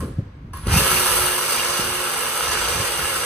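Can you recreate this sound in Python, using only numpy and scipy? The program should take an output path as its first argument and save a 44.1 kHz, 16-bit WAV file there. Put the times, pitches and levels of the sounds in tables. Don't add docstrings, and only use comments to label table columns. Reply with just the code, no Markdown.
import sys
import numpy as np
from scipy import signal
from scipy.fft import rfft, irfft
from scipy.io import wavfile
from scipy.ndimage import uniform_filter1d

SR = 44100
rng = np.random.default_rng(int(sys.argv[2]) if len(sys.argv) > 2 else 0)


def to_wav(s):
    ch = np.atleast_2d(s).T
    pcm = np.round(np.clip(ch, -1, 1) * 32767)
    wavfile.write(sys.argv[1], SR, pcm.astype(np.int16))


N = 143325
T, HZ = np.arange(N) / SR, np.fft.rfftfreq(2 * N, 1 / SR)
GEAR_RATIO = 7.32


def amp(db):
    return 10 ** (np.asarray(db) / 20)


def unit(x):
    return x / np.sqrt(np.mean(x ** 2) + 1e-20)


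def curve(rows, axis=1):
    rows = np.array(rows)
    return np.interp(T, rows[:, 0], rows[:, axis])


def read(points, hz=HZ):
    f, value = np.transpose(points)
    return np.interp(np.log(hz + 1), np.log(f + 1), value)


def shape(x, gain):
    return irfft(rfft(x, 2 * N) * gain)[..., :N]


def noise(colour):
    return unit(shape(rng.standard_normal(N), amp(read(colour))))


def drift(hz):
    return unit(shape(rng.standard_normal(N), 1 / (1 + (HZ / hz) ** 4)))


def blows(rows, t60, gain):
    level = sum((T >= s) * amp(db - 60 * abs(T - s) / t60) for s, db in rows)
    return shape(level * rng.standard_normal(N), unit(gain))


# place in the stroke (0-1), strength in dB over the steady scraping.
BITE_PLACES = [(.38, -1.5), (.6, -5), (.86, -9)]
BITE_LENGTH = 0.055
CHIPS_PER_S, CHIP_SPREAD_DB, CHIP_SHARE = 2600, 2, 0.51
GRAB_DB, GRAB_HZ = 0.83, 46.6


def teeth(stroke):
    bite = sum(amp(db) * np.exp(-((stroke - place) % 1) / BITE_LENGTH) for place, db in BITE_PLACES)
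    sign = rng.choice([-1, 1], N)
    size = amp(CHIP_SPREAD_DB * np.minimum(rng.exponential(1, N), 4))
    chips = sign * size * (rng.random(N) < CHIPS_PER_S / SR)
    scraping = rng.standard_normal(N)
    grit = np.sqrt(CHIP_SHARE) * unit(chips) + np.sqrt(1 - CHIP_SHARE) * scraping
    return unit(grit * (1 + bite) * amp(GRAB_DB * drift(GRAB_HZ)))


def rattle(stroke, count=90):
    return unit(sum(np.cos(2 * np.pi * (k * stroke + rng.random())) for k in range(1, count)))


# frequency in Hz, relative level in dB.
CUT_COLOUR = [(40, -45), (130, -18), (300, -14), (430, -6.5), (680, -5.5), (1080, 3.5), (1600, -0.5),
              (2050, -2), (3600, -3), (5300, -1.5), (7400, -10.5), (9300, -5), (10300, -3.5), (12500, -7.5),
              (14400, -13.5), (14900, -22)]
# centre in Hz, width in Hz, boost in dB.
SAW_RESONANCES = [(515, 215, 7.5), (1323, 64, 7), (1704, 134, 5), (2207, 95, 2.5), (2840, 130, 5),
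                  (4620, 190, 2.5), (6390, 1000, 4.5), (8110, 410, 11.5), (8615, 400, 8.5), (12860, 230, 7),
                  (14400, 1000, 8)]


def saw_colour():
    peaks = sum(db / (1 + (2 * (HZ - hz) / width) ** 2) for hz, width, db in SAW_RESONANCES)
    return amp(read(CUT_COLOUR) + peaks)


# time in seconds, body in dB, rasp in dB, treble in dB.
CUT_LEVELS = [(.55, -91, -76, -87), (.655, -37.5, -52, -52), (.68, -29.5, -42, -42), (.72, -23, -27, -31.5),
              (.77, -22, -23.5, -22.5), (.88, -21.5, -27, -23.5), (1.03, -22.5, -26.5, -22),
              (1.23, -24, -30, -22.5), (1.37, -26.5, -31, -26), (1.59, -26, -29, -27),
              (1.73, -26.5, -29.5, -28.5), (1.95, -27, -34, -27.5), (2.39, -27.5, -33, -26.5),
              (2.48, -24.5, -29, -26.5), (2.77, -25.5, -29, -27), (2.9, -27, -33.5, -25),
              (3.25, -27, -32, -24.5)]
BODY_TOP_HZ, RASP_TOP_HZ = 3920, 8070
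RATTLE_SHARE = 0.087
FIZZ_HZ, FIZZ_START_DB, FIZZ_FADE_DB_PER_S = 8800, 4, 3


def cutting(stroke):
    grit, colour = teeth(stroke), saw_colour()
    low = 1 / (1 + (HZ / BODY_TOP_HZ) ** 10)
    not_high = 1 / (1 + (HZ / RASP_TOP_HZ) ** 20)
    scraped_body = unit(shape(grit, colour * low))
    rattling_body = unit(shape(rattle(stroke), colour * low))
    body = np.sqrt(1 - RATTLE_SHARE) * scraped_body + np.sqrt(RATTLE_SHARE) * rattling_body
    rasp = unit(shape(grit, colour * (not_high - low)))
    treble = unit(shape(grit, colour * (1 - not_high)))
    fizz = shape(treble, 1 - 1 / (1 + (HZ / FIZZ_HZ) ** 16))
    treble = treble + fizz * (amp(FIZZ_START_DB - FIZZ_FADE_DB_PER_S * T) - 1)
    body_gain, rasp_gain, treble_gain = [amp(curve(CUT_LEVELS, column)) for column in (1, 2, 3)]
    return body * body_gain + rasp * rasp_gain + treble * treble_gain


# time in seconds, strength in dB relative to an ordinary knock.
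EXTRA_KNOCKS = [(1.186, 3), (1.595, 3.5), (1.658, -1), (2.2646, 0), (2.572, -1), (2.633, -9), (2.6947, -5),
                (2.8787, -6)]
# frequency in Hz, relative level in dB.
KNOCK_RING = [(100, -15), (330, -18.5), (470, -1), (700, -8), (1050, -3), (1350, -0.5), (1650, -1.5),
              (2000, -11), (2850, -1), (3600, -14), (6000, -39), (15000, -32)]
KNOCK_DB = -7
KNOCK_SPREAD_DB, KNOCK_BOUT_HZ, RETURN_DB = 2.5, 23, -8
KNOCK_JITTER, KNOCK_DECAY_S = 0.037, 0.0016


def knocks(stroke):
    half = np.floor(2 * stroke + KNOCK_JITTER * drift(60))
    turning = np.diff(half, prepend=half[0]) > 0
    bouts = np.clip(drift(KNOCK_BOUT_HZ), -2, 1.3)
    hits = turning * amp(KNOCK_SPREAD_DB * bouts + RETURN_DB * (half % 2))
    for s, db in EXTRA_KNOCKS:
        hits[round(s * SR)] += amp(db)
    burst = signal.lfilter([1], [1, -np.exp(-1 / (KNOCK_DECAY_S * SR))], hits)
    ring = unit(shape(burst * rng.standard_normal(N), amp(read(KNOCK_RING))))
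    return ring * amp(curve(CUT_LEVELS) + KNOCK_DB)


# middle in seconds, length in seconds, level in dB, pitch in Hz.
BINDING_CATCHES = [(0.752, 0.017, -20.5, 2370), (0.772, 0.01, -22, 2540), (0.789, 0.01, -20, 2780),
                   (.968, 0.018, -26, 2610), (1.58, 0.0084, -20.5, 2250), (1.597, 0.024, -26.5, 2880),
                   (1.636, 0.016, -28, 2230)]
CATCH_WIDTH_HZ, CHATTER_DB = 430, 6.5


def catches(turns):
    out = np.zeros(N)
    for s, length, db, hz in BINDING_CATCHES:
        band = 1 / (1 + (2 * (HZ - hz) / CATCH_WIDTH_HZ) ** 4)
        screech = unit(shape(rng.standard_normal(N), band))
        out += screech * amp(db) * np.exp(-(2 * (T - s) / length) ** 2)
    return out * amp(CHATTER_DB * np.sin(np.pi * turns))


# time in seconds, speed in Hz.
SPIN_UP_SPEED = [(.635, 0), (.66, 45), (.69, 150), (.74, 290), (.80, 350)]
# time in seconds, speed in Hz.
LOADED_SPEED = [(.86, 366), (.95, 369), (1.15, 362), (1.45, 361), (1.72, 356.5), (2.05, 363), (2.2, 363),
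                (2.4, 357), (2.7, 356), (3.0, 355), (3.25, 350)]
WOBBLE = .003


def shaft_speed():
    return curve(list(SPIN_UP_SPEED) + list(LOADED_SPEED)) * (1 + WOBBLE * drift(14))


# multiple of the stroke rate, level in dB at full speed and reference load.
CRANK_HUM = [(3, -49.5), (5, -48), (7, -51), (9, -43.5), (10, -42), (11, -43), (17, -47.5), (27, -55)]
# time in seconds, level in dB.
SHAFT_TONE = [(.6, -90), (.74, -48), (.82, -39), (.92, -30.5), (1.1, -40.5), (1.22, -36), (1.65, -43),
              (2.07, -38), (2.15, -50.5), (2.65, -43.5), (3.25, -47.5)]
CRANK_LOAD_SHARE, CRANK_BODY_DB = 0.57, -25.5
FAN_ORDER, FAN_DB = 8, -42.5
FLUTTER = 0.24


def motor(speed, turns):
    def tone(cycles):
        return np.sqrt(2) * np.sin(2 * np.pi * (cycles + rng.random())) * (1 + FLUTTER * drift(4.9))
    crank = sum(amp(db) * tone(round(k) * turns / GEAR_RATIO) for k, db in CRANK_HUM)
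    crank = crank * amp(CRANK_LOAD_SHARE * (curve(CUT_LEVELS) - CRANK_BODY_DB))
    fan = amp(FAN_DB) * tone(FAN_ORDER * turns)
    shaft = amp(curve(SHAFT_TONE)) * tone(turns)
    return shaft + (speed / speed.max()) ** 2 * (crank + fan)


# time in seconds, level in dB.
WHISTLE_LEVEL = [(0, -53), (.1, -65), (.3, -99), (.526, -100), (.534, -49.5), (.64, -51), (.68, -38),
                 (.745, -34), (.85, -55)]
# frequency in Hz, relative level in dB.
BUZZ_COLOUR = [(200, -11), (700, -11.5), (1100, 1.5), (1500, -6), (2500, -12.5), (4700, -15), (7200, -23),
               (8300, -14), (11000, -26), (12700, -16), (15000, -34)]
# start in seconds, starting level in dB before the rise, fade in dB per second.
MOTOR_BUZZES = [(.004, -36.5, 172), (0.531, -38.5, 55)]
WHISTLE_HZ, WHISTLE_WIDTH_HZ, WHISTLE_DITHER_HZ = 10060, 115, 400
SIDEBAND_ORDER = 4.6
BUZZ_RISE_S, BUZZ_ROUGH_DB = 0.004, -0.5


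def drive(turns):
    whistle_hz = WHISTLE_HZ + WHISTLE_WIDTH_HZ * drift(WHISTLE_DITHER_HZ)
    carrier = np.sin(2 * np.pi * np.cumsum(whistle_hz) / SR)
    split = unit(carrier * np.cos(2 * np.pi * SIDEBAND_ORDER * turns))
    whistle = split * amp(curve(WHISTLE_LEVEL))
    current = np.zeros(N)
    for s, db, fade in MOTOR_BUZZES:
        current += np.clip((T - s) / BUZZ_RISE_S, 0, 1) * amp(db - fade * abs(T - s))
    return whistle + noise(BUZZ_COLOUR) * current * amp(BUZZ_ROUGH_DB * drift(70))


# start in seconds, crack in dB, ring in dB.
JOLTS = [(.005, -32, -32.5), (.535, -36.5, -34), (0.571, -38, -39), (.670, -22.5, -36)]
# frequency in Hz, level in dB relative to the ring, t60 in seconds.
HOUSING_MODES = [(1065, -6, 0.15), (1076, 0, 0.14), (1325, -18, 0.13), (1520, -11, 0.063),
                 (1666, -8.5, 0.21), (2780, -13, .07)]
# start in seconds, level in dB.
TRIGGER_TICKS = [(.539, -45), (.5715, -33)]
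# frequency in Hz, relative level in dB.
TRIGGER_COLOUR = [(300, -17), (1400, 0), (3000, -16), (11800, -17), (12700, 4), (13600, -12), (15500, -1)]
CRACK_T60_S, TICK_T60_S = 0.022, 0.028


def clicks():
    ring = np.zeros(N)
    for s, _, ring_db in JOLTS:
        age = np.maximum(T - s, 0)
        for hz, db, t60 in HOUSING_MODES:
            ring += amp(ring_db + db - 60 * age / t60) * np.sin(2 * np.pi * hz * age)
    cracks = blows([row[:2] for row in JOLTS], CRACK_T60_S, saw_colour())
    ticks = blows(TRIGGER_TICKS, TICK_T60_S, amp(read(TRIGGER_COLOUR)))
    return ring + cracks + ticks


# frequency in Hz, t60 in seconds.
BARN_DECAY = [(100, 1), (1000, 1.6), (4000, 1.7), (9000, 0.37), (15000, 0.54)]


def die_away(x):
    hz, t, z = signal.stft(x, SR, nperseg=256)
    fade = amp(-60 * t / read(BARN_DECAY, hz)[:, None])
    return signal.istft(z * fade, SR, nperseg=256)[1][..., :x.shape[-1]]


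def reflections(early_db=14, early_s=0.011):
    t = T[:SR]
    early = 1 + amp(early_db) * np.exp(-t / early_s)
    tail = die_away(rng.standard_normal((2, SR))) * (t > .001) * early
    wet = rfft(tail, 2 * N)
    return wet / np.sqrt(uniform_filter1d(abs(wet) ** 2, size=2000, axis=1))


# frequency in Hz, share of the power (0-1).
DIRECT_SHARE = [(200, 1), (500, 0.69), (680, 0.34), (1200, 0.9), (2100, 0.33), (2850, 0.42), (3700, 0.07),
                (5200, 0.61), (8200, 0.61), (10200, 1), (15000, 1)]
# frequency in Hz, lead of the left in radians.
PORT_LEAD = [(300, 0), (1400, .3), (1950, -1.9), (2500, .2), (4500, 1.4), (5500, 3.1), (6200, 6.6),
             (7100, 9.4), (8400, 10.1), (9100, 8.2), (10200, 6.3), (11950, 3.1), (13300, .2), (14300, -1.6),
             (14800, -3.1), (16000, -3.6)]
SWAY_CYCLE_HZ = 3.5


def barn(x, count=4):
    share = np.clip(read(DIRECT_SHARE), 0, 1)
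    ports = np.exp(1j * read(PORT_LEAD) * np.array([[.5], [-.5]]))
    sway = [np.maximum(np.sin(2 * np.pi * (SWAY_CYCLE_HZ * T + k / count)), 0) for k in range(count)]
    wet = sum(rfft(x * weight, 2 * N) * reflections() for weight in sway)
    direct = rfft(x, 2 * N) * np.sqrt(share) * ports
    return irfft(direct + np.sqrt(1 - share) * wet)[:, :N]


# frequency in Hz, left minus right in dB.
PORT_LEVELS = [(250, 0), (480, -5), (900, -0.5), (5000, 0.5), (5800, -6), (7500, 4.5), (8150, -8),
               (8900, -2.5), (10000, 0)]


def balance_ports(x):
    return shape(x, amp(read(PORT_LEVELS) * np.array([[.5], [-.5]])))


# frequency in Hz, relative level in dB.
ECHO_COLOUR = [(100, -39), (500, 16), (750, -3), (950, -15), (1080, 9.5), (1350, -2), (1650, -2),
               (2100, -16), (2700, -7), (4000, -17), (7200, -11), (8300, 2), (9300, 0), (13000, -12),
               (15500, -27)]


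def earlier_echo(start_db=-42.5):
    return amp(start_db) * die_away(np.array([noise(ECHO_COLOUR), noise(ECHO_COLOUR)]))


# start in seconds, level in dB.
HANDLING_BUMPS = [(.003, -34), (.027, -22), (.078, -25), (.184, -26.5), (.667, -23), (1.792, -28.5),
                  (2.755, -34)]
# frequency in Hz, relative level in dB.
HANDLING_COLOUR = [(30, -16), (90, 1.5), (280, 2), (550, -9.5), (900, -37), (3000, -45), (12000, -56)]


def handling(t60_s=0.13):
    return blows(HANDLING_BUMPS, t60_s, amp(read(HANDLING_COLOUR)))


# time in seconds, level in dB.
WIND_LEVEL = [(0, -33), (.03, -25), (.09, -32), (.14, -36), (.23, -32.5), (.33, -42.5), (.38, -39),
              (.5, -35), (.57, -35.5), (.65, -35), (.68, -23), (.79, -20), (.87, -38), (.93, -28),
              (1.06, -39.5), (1.25, -33), (1.35, -49), (1.66, -45), (1.71, -39), (1.76, -50), (1.85, -34.5),
              (1.97, -44), (2.05, -50), (2.4, -50), (2.47, -40), (2.71, -37.5), (2.81, -30), (2.88, -46),
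              (3.03, -36.5), (3.1, -44), (3.25, -43)]
# frequency in Hz, relative level in dB.
RUMBLE_COLOUR = [(20, -24), (38, -4.5), (60, 4.5), (110, -1.5), (200, -8.5), (350, -17.5), (700, -32.5),
                 (2000, -45), (8000, -66)]
# start in seconds, peak level in dB, starting pitch in Hz.
AIR_PUFFS = [(0.183, -13, 200), (0.366, -35, 149), (0.441, -29.5, 190), (0.542, -24.5, 109),
             (0.671, -14, 90), (0.693, -21, 111), (0.719, -13, 143), (0.734, -21, 202), (0.76, -9.5, 252),
             (0.814, -17.5, 236), (1.789, -26.5, 287), (2.797, -21, 175), (2.985, -34, 320)]
PUFF_PEAK_S, PUFF_END_HZ, PUFF_SAG_S = 0.0076, 59.5, 0.012


def wind():
    out = noise(RUMBLE_COLOUR) * amp(curve(WIND_LEVEL))
    for s, db, start_hz in AIR_PUFFS:
        age = np.maximum(T - s, 0)
        hz = PUFF_END_HZ + (start_hz - PUFF_END_HZ) * np.exp(-age / PUFF_SAG_S)
        swell = (age / PUFF_PEAK_S * np.exp(1 - age / PUFF_PEAK_S)) ** 2
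        out += amp(db) * swell * np.sin(2 * np.pi * np.cumsum(hz * (age > 0)) / SR)
    return out


# frequency in Hz, relative level in dB.
AIR_COLOUR = [(40, -22), (300, -11), (1000, 7.5), (2000, 1.5), (4000, -12), (8000, -33), (15000, -42)]


def quiet_air(level_db=-56):
    return amp(level_db) * np.array([noise(AIR_COLOUR), noise(AIR_COLOUR)])


def scene():
    speed = shaft_speed()
    turns = np.cumsum(speed) / SR
    stroke = turns / GEAR_RATIO
    blade = cutting(stroke) + knocks(stroke) + catches(turns)
    in_barn = barn(blade + drive(turns) + clicks())
    saw = balance_ports(in_barn + motor(speed, turns))
    return saw + earlier_echo() + handling() + wind() + quiet_air()


def record(dry, edge_hz=15750):
    low_pass = signal.firwin(711, edge_hz, window=("kaiser", 9), fs=SR)
    return signal.oaconvolve(dry, low_pass[None], "same")


dry = scene()
out = record(dry)
to_wav(out)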